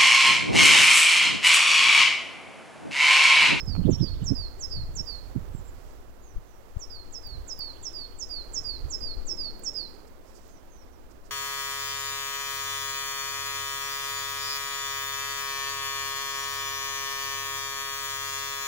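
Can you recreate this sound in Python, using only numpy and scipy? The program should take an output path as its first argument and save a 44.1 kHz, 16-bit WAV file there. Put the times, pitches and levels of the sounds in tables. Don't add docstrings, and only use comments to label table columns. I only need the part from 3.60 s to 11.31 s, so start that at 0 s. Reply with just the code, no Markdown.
import sys
import numpy as np
from scipy import signal
from scipy.fft import rfft, irfft
from scipy.io import wavfile
from scipy.ndimage import uniform_filter1d

SR = 44100
rng = np.random.default_rng(int(sys.argv[2]) if len(sys.argv) > 2 else 0)


def bounce(signal):
    frames = np.transpose(np.atleast_2d(signal))
    limited = np.clip(frames, -1, 1)
    pcm = np.round(limited * 32767).astype(np.int16)
    wavfile.write(sys.argv[1], SR, pcm)


N = 339981
TIME = np.arange(N) / SR


def near_bird(leap_s=.011, top_hz=8060, flick_at_s=.099, fall_at_s=.104):
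    # (time [s], swoop level [dB], glide time [s], plateau pitch [Hz], fall level [dB],
    #   fade [dB/s], first pitch [Hz], last pitch [Hz], bend [1 = straight], dip depth [Hz],
    #   dip time [s], second voice relative to the fall [dB])
    phrases = [(-.045, -26.5, 0.066, 5245, -33, 117, 5300, 4200, 1.8, 0, .015, -12),
               (.299, -30, .05, 5470, -29, 136, 5480, 4270, 2.05, 0, .015, -15),
               (.64, -27, 0.059, 5300, -29, 109, 5180, 4130, 1.35, 80, 0.048, -20),
               (.995, -26.5, 0.064, 5266, -30.5, 105, 5070, 4080, 1.3, 148, 0.016, -4),
               (1.35, -25, .047, 5400, -29.5, 125, 5060, 4136, 1.56, 40, .018, -11),
               (3.189, -35, 0.06, 5340, -36, 95, 5240, 4160, 1.7, 60, 0.018, -12),
               (3.522, -31, 0.049, 5230, -36, 55, 4980, 4020, 1.05, 90, 0.044, -16),
               (3.875, -27, 0.051, 5226, -28, 115, 4980, 4090, 1.25, 218, 0.038, -15),
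               (4.225, -28, 0.061, 5310, -31, 79.6, 5200, 4225, 1.5, 90, .025, -14),
               (4.584, -27.5, 0.066, 5190, -29, 78, 5145, 4066, 1.35, 190, .012, -16),
               (4.932, -21.5, .054, 5330, -25, 120, 5080, 4054, 1.2, 68, 0.016, -26),
               (5.298, -23.5, 0.055, 5275, -27.5, 79, 5240, 4140, 1.3, 230, 0.013, -19),
               (5.665, -24.5, 0.051, 5320, -27, 60, 5290, 4215, 1.5, 60, 0.028, -20),
               (6.033, -22.5, 0.047, 5376, -25, 156, 5560, 4050, 1.8, 295, .01, -29)]
    out = np.zeros(N)
    for s, swoop_db, glide_s, plateau_hz, fall_db, fade, first_hz, *contour, second_db in phrases:
        sing(out, s - leap_s, *upstroke(leap_s, 6000, top_hz, swoop_db - 31))
        sing(out, s, *swoop(swoop_db, glide_s, top_hz, plateau_hz), waver=.004, wander=.003)
        sing(out, s + flick_at_s, *upstroke(.009, 4740, 8330, swoop_db - 25))
        second_note = fall(fall_db, fade, first_hz, *contour)
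        sing(out, s + fall_at_s, *second_note, waver=.004, wander=.003, flutter_db=1.62)
        sing(out, s + fall_at_s + .012, *second_voice(fall_db + second_db, first_hz), waver=.016)
    return out


def upstroke(length, from_hz, to_hz, db):
    t = note_times(length)
    return t, from_hz + (to_hz - from_hz) * t / length, np.full(len(t), db)


def swoop(db, glide_s, top_hz, plateau_hz, length=.061, release_s=.017, swell_db_per_s=288):
    t = note_times(length + release_s / 2)
    hz = plateau_hz + (top_hz - plateau_hz) * np.maximum(1 - t / glide_s, 0) ** 2.23
    swell_db = 4.5 - swell_db_per_s * np.maximum(length - t, release_s)
    return t, hz, db + swell_db + gate_db(t, .0054, release_s)


def fall(db, fade, first_hz, last_hz, bend, dip_hz, dip_s, length=.152, attack_s=.042):
    t = note_times(length)
    hz = last_hz + (first_hz - last_hz) * np.maximum(1 - t / length, 0) ** bend
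    hz -= dip_hz * np.exp(-((t - dip_s) / .013) ** 2)
    return t, hz, db - fade * np.maximum(t - attack_s, 0) + gate_db(t, attack_s, release_s=.028)


def second_voice(db, first_hz, above_hz=87, length=.04):
    t = note_times(length)
    return t, np.full(len(t), first_hz + above_hz), db + gate_db(t, length / 10, length / 2)


def sing(track, s, t, hz, db, waver=.0041, wander=.004, flutter_db=2.0, overtone_db=-46):
    span = np.flatnonzero((TIME >= s) & (TIME < s + t[-1]))
    age = TIME[span] - s
    white = rng.standard_normal((3, SR // 4))
    wobble, flutter, stray = [unit_rms(uniform_filter1d(row, size=width))[:len(age)]
                              for row, width in zip(white, (150, 400, 1000))]
    pitch = np.interp(age, t, hz) * (1 + waver * wobble + wander * stray)
    phase = 2 * np.pi * np.cumsum(pitch) / SR
    envelope = signal.windows.tukey(len(age), .04) * from_db(np.interp(age, t, db) + flutter_db * flutter)
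    track[span] += envelope * (np.sin(phase) + from_db(overtone_db) * np.sin(2 * phase))


def far_whistles(drop_s=.0217, drop_hz=550, rasp_above_hz=7200):
    # (time [s], length [s], starting pitch [Hz], sag [Hz/s], level [dB])
    whistles = [(1.927, 0.08, 7780, 6100, -54.5), (2.041, 0.063, 7500, 1000, -54),
                (2.614, 0.12, 6930, 9750, -57.5), (2.838, 0.15, 6500, 6800, -65.5),
                (6.876, 0.12, 6700, 8540, -60.5), (7.094, 0.15, 6680, 9050, -58),
                (7.309, .06, 6200, 13800, -63)]
    out = np.zeros(N)
    for s, length, start_hz, sag, db in whistles:
        t = note_times(length)
        hz = start_hz - sag * t - drop_hz * np.maximum(1 - (length - t) / drop_s, 0)
        rasp = .015 if start_hz > rasp_above_hz else .004
        sing(out, s, t, hz, db + gate_db(t, attack_s=.031, release_s=.019), waver=rasp, wander=0)
    return out


def far_chatter(step_s=.075, syllable_s=.062, base_hz=3220, arch_hz=342, fade_db_per_s=13):
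    # (time [s], length [s], starting level [dB])
    runs = [(0.254, .42, -48.5), (4.158, 0.39, -56.5)]
    out, t = np.zeros(N), note_times(syllable_s)
    rise = 1 + .242 * (t / syllable_s - .5)
    half_s = syllable_s / 2
    for s, length, db in runs:
        for age in np.arange(0, length, step_s):
            hz = (base_hz + arch_hz * np.sin(np.pi * age / length)) * rise
            level_db = db - fade_db_per_s * age + gate_db(t, half_s, half_s)
            sing(out, s + age - half_s, t, hz, level_db, waver=.1087)
    return out


def needle_scatter(x, above_hz=6300):
    t = TIME[:SR // 4]
    haze = rng.standard_normal(len(t)) * np.exp(-t / .035) * (1 - np.exp(-t / .003))
    haze = butter(with_energy(haze, -7), above_hz, "high", order=8)
    return x + signal.fftconvolve(x, haze)[:N]


def forest_echo(x, trunks_db, tail_db, echoes_per_s=900, t60_s=.48, tail_cut_hz=5600):
    t = TIME[:SR]
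    trunks = rng.standard_normal(SR) * (rng.random(SR) < echoes_per_s / SR)
    trunks *= np.exp(-t / .033) * (t > .002)
    tail = rng.standard_normal(SR) * from_db(-60 * t / t60_s) * (1 - np.exp(-t / .12))
    tail = butter(with_energy(tail, tail_db), tail_cut_hz, "low")
    return x + signal.fftconvolve(x, with_energy(trunks, trunks_db) + tail)[:N]


def deep_echo(x, onset_s=.04, decay_s=.052, below_hz=4350):
    t = TIME[:SR // 2]
    echo = rng.standard_normal(len(t)) * np.exp(-t / decay_s) * (1 - np.exp(-(t / onset_s) ** 2))
    echo = butter(with_energy(echo, -13), below_hz, "low", order=16)
    return signal.fftconvolve(x, echo)[:N]


def left_wind(level_db):
    # (frequency [Hz], relative density [dB])
    rumble = [(14, 13.5), (25, -12), (50, -6), (100, -25.5), (200, -36), (500, -51)]
    return turbulence(rumble, level_db)


def right_wind(level_db, strong_db=-25):
    # (frequency [Hz], relative density [dB])
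    rumble = [(14, -3.5), (25, 6), (50, 3.5), (100, -8), (180, -22), (350, -51), (700, -52)]
    buffet = [(50, 1), (90, 15), (150, 5), (250, -3), (400, -7), (700, -46)]
    share = np.clip(from_db(-3 + 1.54 * (level_db - strong_db)), 0, .95)
    return np.sqrt(1 - share ** 2) * turbulence(rumble, level_db) + share * turbulence(buffet, level_db)


def turbulence(spectrum, level_db):
    flow = noise(spectrum)
    return from_db(level_db) * flow / np.sqrt(uniform_filter1d(flow ** 2, size=6000) + 1e-9)


def strong_puffs(microphone):
    # (time [s], length [s], level [dB], eddy frequency [Hz], microphone [left or right])
    eddies = [(0.089, 0.02, -22, 125, "right"), (0.197, 0.039, -19.5, 158, "right"),
              (0.267, 0.032, -16, 169, "right"), (0.29, 0.024, -13, 275, "right"),
              (0.324, 0.023, -16.5, 155, "right"), (.412, 0.013, -13, 141, "right"),
              (.436, 0.016, -20, 208, "right"), (.625, 0.019, -22.5, 144, "right"),
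              (.722, 0.024, -15.5, 194, "right"), (1.186, 0.034, -29, 108, "right"),
              (1.406, 0.016, -30.5, 133, "right"), (1.761, 0.01, -20, 217, "right"),
              (1.776, 0.018, -22, 114, "right"), (1.95, .0085, -24, 139, "right"),
              (2.773, .016, -22, 35.8, "left"), (2.776, 0.043, -37.5, 95, "right"),
              (3.168, 0.0058, -18, 54.3, "left"), (3.762, 0.081, -32.5, 69.4, "right"),
              (5.25, .04, -26.5, 65, "right"), (5.576, 0.04, -27.5, 48, "left")]
    return puffs([row for *row, side in eddies if side == microphone])


def small_puffs(wind_db, gust_db=-33, gust_rate_per_s=12, length=.012, eddy_hz=125):
    rate = gust_rate_per_s * np.minimum(from_db(wind_db - gust_db) ** 2, 1)
    arrivals = np.flatnonzero(rng.random(N) < rate / SR)
    return puffs([(TIME[i], length, wind_db[i] - 3.5 + 2 * rng.standard_normal(), eddy_hz)
                  for i in arrivals])


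def puffs(rows):
    out = np.zeros(N)
    for s, length, db, eddy_hz in rows:
        near = np.abs(TIME - s) < .25
        envelope = np.exp(-2 * ((TIME[near] - s) / length) ** 2)
        pressure = butter(rng.standard_normal(near.sum()), .4 * eddy_hz, "high")
        puff = envelope * butter(pressure, 1.222 * eddy_hz, "low", order=4)
        out[near] += with_energy(puff, db) * np.linalg.norm(envelope)
    return out


def port_ticks():
    # (time [s], level [dB])
    ticks = [(3.671, -26.5), (3.991, -21), (5.995, -29), (6.879, -38)]
    clicks = impulses(ticks)
    return ring(clicks, hz=15100, t60_s=.0022) + .65 * ring(clicks, hz=116, t60_s=.012)


def knocks():
    # (time [s], excitation level [dB])
    strikes = [(.152, -28), (.164, -30.5)]
    taps = impulses(strikes)
    return (1.36 * ring(taps, 740, .008) - .81 * ring(taps, 1320, .011)
            + .37 * ring(taps, 2400, .011) - .2 * ring(taps, 3200, .005))


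def jacket_and_boots(grain_db=.5, grain_hz=250):
    # (time [s], length [s], level [dB])
    rustles = [(2.28, 0.24, -64.5), (6.48, .012, -58), (6.69, 0.054, -61), (6.765, 0.036, -55.5),
               (6.87, 0.12, -61), (7.517, .012, -57.5), (7.662, .025, -58)]
    # (frequency [Hz], relative density [dB])
    crunch = [(1500, -18), (3500, -15), (5000, -0.5), (8000, -5), (9500, -13), (15000, -19)]
    envelope = sum(from_db(db) * bell_curve(s, length) for s, length, db in rustles)
    return envelope * unit_rms(noise(crunch) * from_db(-grain_db * drift(grain_hz)))


def trees(background_db):
    # (frequency [Hz], relative density [dB])
    hush_spectrum = [(60, -3), (180, -6), (260, -1), (360, 0), (480, -1), (600, -2.5), (850, -5.5),
                     (1250, -8.5), (2400, -18), (3500, -21), (7000, -22.5), (9500, -30.5), (15000, -33.5)]
    roar_spectrum = [(130, -8.5), (250, -2), (360, -0.5), (500, -3), (800, -18), (1500, -28)]
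    # (time [s], level [dB])
    roar_levels = [(0, -50), (2.7, -60.5), (4.5, -55), (5.8, -47), (6.9, -57), (7.7, -55)]
    roar_db, = in_time(roar_levels)
    hush = from_db(background_db + 22.5 + .58 * drift(hz=16.6)) * noise(hush_spectrum)
    return hush + from_db(roar_db) * noise(roar_spectrum)


def microphone_hiss(background_db):
    # (frequency [Hz], relative density [dB])
    left = [(150, 15), (350, 8), (1200, 1.5), (2400, -0.5), (4500, -9), (7000, -9), (10000, -2.5),
            (14500, 2.5), (16000, 3.5)]
    right = [(150, -12), (4000, -11), (10000, -15), (14500, -6), (16000, -14)]
    return [from_db(background_db + 11) * noise(left), from_db(background_db + 2) * noise(right)]


def from_db(db):
    return 10 ** (np.asarray(db) / 20)


def unit_rms(x):
    return x / np.sqrt(np.mean(x ** 2) + 1e-20)


def with_energy(x, db):
    return from_db(db) * x / np.linalg.norm(x)


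def in_time(rows):
    s, *columns = np.transpose(rows)
    return [np.interp(TIME, s, column) for column in columns]


def note_times(length):
    return np.linspace(0, length, num=64)


def gate_db(t, attack_s, release_s):
    opening = np.clip(t / attack_s, 0, 1) * np.clip((t[-1] - t) / release_s, 0, 1)
    return 20 * np.log10(np.sin(np.pi / 2 * opening) + 1e-3)


def bell_curve(s, length):
    return np.exp(-2 * np.minimum(((TIME - s) / length) ** 2, 20))


def butter(x, hz, kind, order=2):
    return signal.sosfilt(signal.butter(order, hz, kind, fs=SR, output="sos"), x)


def drift(hz):
    return unit_rms(butter(rng.standard_normal(N + SR), hz, "low")[SR:])


def noise(spectrum):
    hz, db = np.transpose(spectrum)
    f = np.maximum(np.fft.rfftfreq(N, 1 / SR), 1)
    gain = from_db(np.interp(np.log(f), np.log(hz), db))
    roll_off = (1 + (hz[0] / 2 / f) ** 4) * (1 + (f / 2 / hz[-1]) ** 4)
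    return unit_rms(irfft(rfft(rng.standard_normal(N)) * gain / roll_off, N))


def impulses(rows):
    out = np.zeros(N)
    for s, db in rows:
        out[round(s * SR)] = from_db(db)
    return out


def ring(clicks, hz, t60_s):
    radius, angle = 10 ** (-3 / (t60_s * SR)), 2 * np.pi * hz / SR
    feedback = [1, -2 * radius * np.cos(angle), radius ** 2]
    return signal.lfilter([0, np.sin(angle)], feedback, clicks + 1e-18)


def scene():
    # (time [s], left reference level [dB], right reference level [dB])
    wind = [(0, -49, -32.5), (.15, -49, -23.5), (.8, -43.5, -27), (.97, -51, -39.5), (1.2, -40, -30.5),
            (1.55, -54, -35.5), (1.9, -52, -31), (2.45, -54.5, -43.5), (3.0, -58, -48), (3.27, -48, -46.5),
            (4.3, -51, -47), (5.25, -47.5, -35.5), (5.63, -39.5, -43), (6.1, -52.5, -45), (6.7, -59, -48.5),
            (7.7, -55.5, -47)]
    # (time [s], reference level [dB])
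    background_level = [(0.0, -71), (1.22, -71), (1.48, -70), (2.34, -72), (2.51, -74.5), (2.77, -74.5),
                        (3.91, -71), (4.62, -72.5), (4.83, -70.5), (6.29, -71.5), (6.57, -74.5),
                        (7.71, -75)]
    wind_left_db, wind_right_db = in_time(wind)
    background_db, = in_time(background_level)
    song = near_bird()
    near = forest_echo(needle_scatter(song), trunks_db=-12.5, tail_db=-16.5) + deep_echo(song)
    far = forest_echo(far_whistles() + far_chatter(), trunks_db=-4.5, tail_db=-16)
    outdoors = near + far + trees(background_db) + knocks() + jacket_and_boots()
    hiss = microphone_hiss(background_db)
    left = port_ticks() + left_wind(wind_left_db + 10) + strong_puffs("left")
    right = outdoors + right_wind(wind_right_db - 3) + strong_puffs("right") + small_puffs(wind_right_db)
    return np.array([left, right]) + hiss


def record(dry):
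    cutoff_hz = 15900
    return signal.sosfilt(signal.ellip(10, .1, 80, cutoff_hz, fs=SR, output="sos"), dry)


dry = scene()
out = record(dry)
bounce(out)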